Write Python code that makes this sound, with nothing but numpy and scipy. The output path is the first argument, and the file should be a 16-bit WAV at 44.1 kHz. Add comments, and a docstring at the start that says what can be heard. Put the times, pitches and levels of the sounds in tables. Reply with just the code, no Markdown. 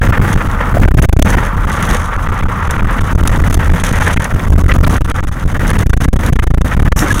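"""The front of a bus driving over a bridge, with wind beating in at a window.
From the start, road roar and a draught fill the cab, with rattling metal, brief squeaks and clacks.
Buffets of air, fierce around 1 s, drive the microphone into saturation: the sound cuts out for
instants, each framed by two low thumps. The wind eases near 2 s, then returns in repeated gusts.
Near 7 s comes a short, bright hiss of air."""
import sys
import numpy as np
from scipy import signal
from scipy.fft import rfft, irfft
from scipy.io import wavfile
from scipy.ndimage import uniform_filter1d

SR = 44100
rng = np.random.default_rng(int(sys.argv[2]) if len(sys.argv) > 2 else 0)


def master(y):
    """Save y as 16-bit WAV."""
    cut = np.clip(np.atleast_2d(y).T, -1, 1)
    pcm = np.round(cut * 32767)  # scale
    wavfile.write(sys.argv[1], SR, pcm.astype(np.int16))


N = 317520
TIME = np.arange(N) / SR
LIMIT = 6.4  # pressure at which the microphone saturates

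# Gusts that rock the cabin air: (first crest [s], half swings [count], frequency [Hz],
# share of each half swing at the limit [0-1], first direction [push/pull])
OSCILLATIONS = [(0.19, 2, 27.2, 0.6, "pull"), (0.349, 2, 26.2, 0.7, "push"), (0.793, 2, 36, 0.69, "pull"),
                (0.868, 4, 16.3, 0.72, "push"), (1.072, 3, 12.6, 0.79, "pull"),
                (1.18, 3, 17.7, 0.77, "push"), (2.281, 2, 15.7, 0.4, "push"),
                (2.419, 3, 17.1, 0.42, "pull"), (2.815, 3, 20.5, 0.49, "pull"),
                (3.001, 2, 18.6, 0.44, "push"), (3.142, 2, 20, 0.82, "push"), (3.222, 2, 22, 0.7, "push"),
                (3.289, 2, 24, .48, "push"), (3.412, 2, 25.4, .67, "pull"), (3.492, 2, 18.2, 0.49, "pull"),
                (3.562, 2, 22.8, 0.626, "pull"), (3.689, 3, 25.4, 0.56, "pull"),
                (4.153, 2, 14.8, 0.55, "push"), (4.333, 2, 23.9, 0.57, "push"),
                (4.492, 2, 24.4, 0.69, "pull"), (4.549, 2, 24.3, 0.71, "pull"),
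                (4.63, 3, 23.2, 0.77, "pull"), (4.776, 3, 23, 0.76, "push"), (4.859, 2, 17.5, 0.4, "pull"),
                (4.997, 2, 14.8, 0.78, "pull"), (5.218, 3, 11.7, 0.5, "push"),
                (5.448, 2, 24.7, 0.64, "pull"), (5.848, 5, 14.1, 0.74, "pull"),
                (6.149, 2, 16.3, .66, "push"), (6.313, 4, 15.3, 0.71, "push"),
                (6.456, 6, 14.2, 0.78, "push"), (6.758, 4, 18.2, 0.63, "push"),
                (6.904, 2, 12.9, 0.94, "push")]
# Single slaps of wind: (crest [s], time at the limit [s], direction [push/pull])
PULSES = [(.007, 0.014, "pull"), (.116, 0.015, "push"), (0.482, 0.0097, "push"), (.736, 0.01, "push"),
          (.848, 0.0083, "pull"), (1.009, 0.018, "push"), (1.361, 0.014, "pull"), (1.662, 0.013, "pull"),
          (2.171, 0.0078, "pull"), (2.686, 0.012, "push"), (2.774, 0.0096, "push"), (3.383, 0.0074, "push"),
          (3.828, 0.013, "push"), (3.922, 0.0094, "pull"), (3.994, 0.0093, "push"), (4.731, 0.0144, "push"),
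          (5.07, 0.012, "push"), (5.13, 0.024, "pull"), (5.586, 0.016, "push"), (5.724, 0.013, "pull"),
          (5.777, 0.012, "push"), (6.072, 0.028, "push"), (6.108, 0.047, "pull"), (7.136, .012, "push")]
# Sign and size of a pulse: (direction [push/pull], pressure factor [ratio])
POLARITY = {"push": 1, "pull": -1.066}
def buffets(excess_db, puffs_per_s=2.5, puff_s=.007, steepening=.36, edge_spread_db=1.5):
    """Superposition: gusts, slaps and chance puffs add as pulses, steeper in stronger wind."""
    pulses = []
    for s, count, hz, share, first in OSCILLATIONS:
        for k in range(round(count)):
            steeper = 1.043 if k else 1
            pulses.append((s + k / (2 * hz), share / (2 * hz), POLARITY[first] * (-1) ** k, steeper))
    pulses += [(s, held, POLARITY[direction], 1) for s, held, direction in PULSES]
    crests = np.array([pulse[0] for pulse in pulses])
    for place, chance, length, side in rng.random((80, 4)):
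        s = place * TIME[-1]
        between_gusts = abs(crests - s).min() > .03
        if between_gusts and chance < puffs_per_s * TIME[-1] / 80:
            pulses.append((s, puff_s * (.5 + length), np.sign(side - .5), 1))
    pressure = np.zeros(N)
    for (s, held, sign, steeper), luck in zip(pulses, rng.standard_normal(size=300)):
        edge_db = steepening * excess_db[int(s * SR)] + edge_spread_db * luck
        start, shape = pressure_pulse(s, held, steeper * gain_of(edge_db))
        add(pressure, start, sign * shape)
    return pressure


def pressure_pulse(crest, held, steepness, rise_s=.008, ebb_s=.0075):
    """Overload: one buffet swells past the limit (here 1) and ebbs; returns its start and shape."""
    t = np.arange(max(-.08, -crest), .08, 1 / SR)
    depth = steepness * np.minimum((held / 2 + t) / rise_s, (held / 2 - t) / ebb_s)
    return crest + t[0], 1 + np.tanh(depth)


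# Strength of the turbulence at the window: (time [s], level [dB])
TURBULENCE_LEVEL = [(0, -13.5), (.32, -14.5), (.58, -22.5), (.85, -10.5), (1.15, -6.5), (1.54, -22),
                    (1.94, -16.5), (2.04, -28), (2.3, -22), (2.55, -24.5), (3.39, -15), (4.27, -20.5),
                    (4.88, -10), (5.03, -21), (5.35, -26), (5.73, -14.5), (7.08, -16.5), (7.2, -18.5)]
# Spectra of the air's slow sway, its eddies and its hollow boom: (frequency [Hz], level [dB])
SWAY_SPECTRUM = [(6, -26), (14, -5), (24, -0.5), (40, 3), (60, -19), (85, -11), (120, -25.5), (200, -40.5),
                 (400, -92)]
EDDY_SPECTRUM = [(40, 2.5), (90, 5), (140, 1), (200, -2), (300, -7), (450, -14.5), (700, -15), (1500, -41),
                 (3000, -35), (5000, -58.5), (16000, -83)]
BOOM_SPECTRUM = [(60, -26), (120, -2.5), (160, 6), (210, 3), (270, -7), (450, -34.5)]
def wind(sway_db=1.5, boom_db=-25.5, stir_db=3, lumpy_db=3.15):
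    """Turbulence: each buffet overrides the sway of the cabin air and stirs up eddies and a boom."""
    turbulence_db = along(TURBULENCE_LEVEL)
    excess_db = turbulence_db - turbulence_db.mean()
    pulses = buffets(excess_db)
    calm = 1 - np.minimum(abs(pulses), 1)
    stirred = uniform_filter1d(1 - calm, size=2600)
    sway = noise(SWAY_SPECTRUM) * gain_of(sway_db + .34 * excess_db)
    eddies = noise(EDDY_SPECTRUM) * gain_of(turbulence_db)
    boom = noise(BOOM_SPECTRUM) * gain_of(boom_db + 1.03 * excess_db)
    agitation = gain_of(stir_db * stirred + lumpy_db * flutter(60))
    return LIMIT * pulses + calm * sway + (eddies + boom) * agitation


# Spectrum of the roar in the cab: (frequency [Hz], level [dB])
ROAD_SPECTRUM = [(150, 4), (350, -11.5), (490, 2), (680, -6), (900, 1), (1120, -2), (1350, 0.5),
                 (1600, 0.5), (1900, 0.5), (2500, -11.5), (3300, -16.5), (4600, -31.5), (6300, -30.5),
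                 (9500, -41.5), (16000, -45)]
# Strength of the roar: (time [s], level [dB])
ROAD_LEVEL = [(0.0, -21.5), (0.82, -22.5), (1.4, -17.5), (1.56, -27), (1.84, -19.5), (2.14, -25.5),
              (2.73, -22.5), (3.15, -24.5), (4.15, -19), (4.33, -25), (4.61, -28), (4.71, -21.5),
              (5.47, -29.5), (5.59, -21.5), (6.45, -25), (6.53, -24.5), (7.1, -18), (7.2, -29)]
def road(grit_db=1.5, lump_db=3.5, surge_db=1):
    """Amplitude modulation: the noise of tyres and rushing air wavers on three time scales."""
    unevenness_db = grit_db * flutter(220) + lump_db * flutter(50) + surge_db * flutter(12)
    return noise(ROAD_SPECTRUM) * gain_of(along(ROAD_LEVEL) + unevenness_db)


# Resonances of a narrow gap: (frequency [Hz], width parameter [Hz], level [dB])
GAP_RESONANCES = [(950, 660, -5), (1192, 410, 1), (1372, 90, 3.5), (1510, 45, 2)]
# Strength of the draught: (time [s], level [dB])
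DRAUGHT_LEVEL = [(0, -28.5), (0.7, -22.5), (1.05, -47), (1.45, -24), (2.2, -23), (2.8, -22.5), (3.3, -25.5),
                 (3.8, -33.5), (5, -23.5), (5.6, -35.5), (7.2, -24)]
def draught():
    """Resonance: air through a narrow gap sings in a few bands of noise."""
    hz = np.geomspace(200, 12000, 400)
    power = sum(gain_of(db) ** 2 / (1 + (2 * (hz - centre) / width) ** 2) ** 4.4
                for centre, width, db in GAP_RESONANCES)
    return noise(np.c_[hz, 10 * np.log10(power)]) * gain_of(along(DRAUGHT_LEVEL))


# How hard the fittings shake: (time [s], level [dB])
RATTLE_LEVEL = [(0.0, -23), (0.18, -58), (0.3, -29.5), (0.54, -47), (1.3, -28.5), (1.5, -41), (1.92, -32),
                (2.12, -44), (3.59, -35.5), (3.73, -42), (3.85, -30.5), (4.63, -38.5), (4.83, -31.5),
                (5.43, -41.5), (5.69, -32.5), (6.86, -35.5), (6.94, -32.5), (7.2, -29.9)]
# Spectrum of metal striking metal: (frequency [Hz], level [dB])
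CONTACT_SPECTRUM = [(500, -63), (1800, -7), (2600, -4), (3600, -2), (4700, -13), (5300, -12), (5700, -5.5),
                    (6500, -2.5), (7300, -10.5), (8600, -10), (9600, -5), (11500, -15.5), (13300, -14),
                    (16000, -31)]
# The hardest knocks: (time [s], level [dB], decay time [s])
HARD_KNOCKS = [(1.024, -15, .0023), (1.224, -8, .003), (1.303, -15, .0022), (1.826, -18, .003),
               (1.91, -17, .003), (2.709, -15, .0025), (3.275, -10, .003), (3.525, -17, .002),
               (3.543, -12, .003), (3.838, -13, .0025), (3.927, -18, .002), (4.079, -17, .0022),
               (4.244, -17, .0025), (5.678, -17, .0025), (5.703, -16, .002), (5.79, -16, .002),
               (6.263, -17, .0025), (6.991, -12, .003), (7.144, -18, .0025)]
# Modes of the fittings: (frequency [Hz], level [dB], time to fall 60 dB [s])
METAL_MODES = [(5368, -7, .25), (6309, 0, .19), (7149, -9, .2), (8010, -6, .4), (9902, -5, .15),
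               (12152, -12, .3), (13287, -10, .2)]
def fittings(ticks_per_s=160, taps_per_s=12, clump_db=2.9, bright_hz=4500, ring_db=-51):
    """Impact excitation: loose metal chatters, taps and knocks, and each contact rings its modes."""
    t = np.arange(SR // 3) / SR
    rattle_db = along(RATTLE_LEVEL)
    force = np.minimum(rng.exponential(1, N), 3)
    ticks = (rng.random(N) < ticks_per_s / SR) * gain_of(2 * force + clump_db * flutter(25))
    tick_decay = np.exp(-t / .0029) + .027 * np.exp(-t / .079)
    chatter = evened(signal.oaconvolve(ticks, tick_decay)[:N])
    tap_impulses = (rng.random(N) < taps_per_s / SR) * gain_of(rattle_db + 3 * force)
    taps = signal.oaconvolve(tap_impulses, knock(db=5.5, decay_s=.0017))[:N]
    knocks = np.zeros(N)
    for s, db, decay_s in HARD_KNOCKS:
        add(knocks, s, knock(db, decay_s))
    # hard knocks are brighter than the light chatter
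    high_pass = signal.butter(1, bright_hz, "high", fs=SR)
    bright = evened(signal.lfilter(*high_pass, noise(CONTACT_SPECTRUM)))
    contact = (chatter * gain_of(rattle_db) + taps) * noise(CONTACT_SPECTRUM) + knocks * bright
    ring = sum(gain_of(db - 60 * t / t60) * np.cos(2 * np.pi * hz * t) for hz, db, t60 in METAL_MODES)
    return contact + gain_of(ring_db) * signal.oaconvolve(contact, ring)[:N]


def knock(db, decay_s):
    """Exponential decay: the envelope of one contact, a sharp crack and a short tail."""
    t = np.arange(SR // 8) / SR
    return gain_of(db) * (np.exp(-t / decay_s) + .1 * np.exp(-t / .016))


# Brief squeaks, whistles, clacks and low thuds:
# (time [s], duration [s], pitch [Hz], level [dB], roughness [ratio])
SQUEAKS_AND_CLACKS = [(.013, 0.012, 1630, -13.5, 0.4), (.128, 0.022, 1683, -18.5, 0.9),
                      (.768, 0.0074, 617, -6.5, 0.5), (.831, 0.011, 1660, -17.5, 1),
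                      (.981, 0.018, 1503, -14.5, 0.98), (1.905, 0.025, 333, -17.5, 0.65),
                      (2.793, .01, 2170, -20, 0.9), (4.167, .015, 2000, -16, 0.83),
                      (4.692, 0.0091, 2050, -15, 0.26), (4.711, 0.025, 2080, -12, 0.8),
                      (4.757, 0.0081, 740, -15, 1), (4.841, .008, 2630, -16, 1.2),
                      (5.928, 0.012, 1670, -13, 0.75), (6.39, 0.0113, 1955, -18.5, 1.1),
                      (7.018, 0.037, 303, -13.5, 0.54), (7.103, 0.017, 1680, -9.5, 0)]
def squeaks_and_clacks():
    """Random modulation: short tones, clean or roughened by jitter in pitch and strength."""
    out = np.zeros(N)
    pitch_jitter, strength_jitter = .25 * flutter(1200), flutter(900)
    for s, length, hz, db, rough in SQUEAKS_AND_CLACKS:
        span = slice(int(s * SR), int((s + length) * SR))
        turns = np.cumsum(hz * (1 + rough * pitch_jitter[span])) / SR
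        tone = evened((1 + rough * strength_jitter[span]) * np.sin(2 * np.pi * turns))
        add(out, s, gain_of(db) * signal.windows.tukey(len(tone), .6) * tone)
    return out


# Envelope of a spurt of air: (time [s], level [dB])
HISS_LEVEL = [(6.94, -70), (6.962, -26), (6.99, -22), (7.015, -25), (7.04, -36), (7.1, -70)]
# Its spectrum: (frequency [Hz], level [dB])
HISS_SPECTRUM = [(2060, -40), (3500, -21), (4410, -24), (4960, -31), (5340, -1), (6650, -2), (7670, -5),
                 (8630, -8), (9540, -8), (10200, -8), (10400, -12), (12900, -7), (15500, -21)]
def spurt():
    """Flow noise: a short spurt of air makes a bright hiss."""
    return noise(HISS_SPECTRUM) * gain_of(along(HISS_LEVEL))


def noise(spectrum):
    """Spectral shaping: white noise takes on a (frequency [Hz], level [dB]) curve, at rms 1."""
    hz, db = np.transpose(spectrum)
    bins = np.fft.rfftfreq(N, 1 / SR)
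    response = gain_of(np.interp(np.log(bins + 1), np.log(hz), db))
    return evened(irfft(rfft(rng.standard_normal(N)) * response, N))


def flutter(rate_hz):
    """Low-pass filtering: a smooth random fluctuation up to about rate_hz, at rms 1."""
    bins = np.fft.rfftfreq(N, 1 / SR)
    return evened(irfft(rfft(rng.standard_normal(N)) * np.exp(-(bins / rate_hz) ** 2), N))


def along(points):
    """Linear interpolation of (time [s], value) points at every sample."""
    return np.interp(TIME, *np.transpose(points))


def gain_of(db):
    """Conversion of decibels to amplitude."""
    return 10 ** (np.asarray(db) / 20)


def evened(x):
    """Normalisation to rms 1."""
    return x / np.sqrt(np.mean(x ** 2) + 1e-20)


def add(mix, s, sound):
    """Superposition of a sound on the mix at time s."""
    part = mix[max(round(s * SR), 0):][:len(sound)]
    part += sound[:len(part)]


def scene():
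    """Superposition: the pressures of cab and wind add at the microphone."""
    cab = road() + draught() + fittings() + squeaks_and_clacks() + spurt()
    return (wind() + cab)[None]


def saturate(x, knee):
    """Soft clipping: small values pass, large ones flatten at +-1; a higher knee is harder."""
    return x / (1 + abs(x) ** knee) ** (1 / knee)


def record(dry, cut_hz=98, damping=1.634, notch_hz=4120, rumble_db=-35, top_hz=15900):
    """Saturation: the pinned microphone cuts the sound out; its bass cut makes each edge a thump."""
    pinned = LIMIT * saturate(dry[0] / LIMIT, knee=50)
    omega = 2 * np.pi * cut_hz
    leak = .018  # share of steady pressure that passes the bass cut, inverted
    bass_cut = signal.bilinear([1, 0, -leak * omega ** 2], [1, damping * omega, omega ** 2], SR)
    settled = signal.lfilter_zi(*bass_cut) * pinned[0]
    out = signal.lfilter(*bass_cut, pinned, zi=settled)[0]
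    # a narrow dip in the response rings on briefly when the sound is cut
    out = signal.lfilter(*signal.iirnotch(notch_hz, Q=26, fs=SR), out)
    # a faint low rumble carries on through the dropouts
    rumble = noise([(20, -10), (90, 0), (200, -4), (400, -25), (900, -38), (3000, -50), (9000, -70)])
    out += gain_of(rumble_db) * rumble
    out = np.clip(1.04 * saturate(out, knee=4), -1, 1)  # the output stage clips
    low_pass = signal.firwin(511, top_hz, window=("kaiser", 9), fs=SR)
    return signal.oaconvolve(out, low_pass, "same")[None]


dry = scene()
out = record(dry)
master(out)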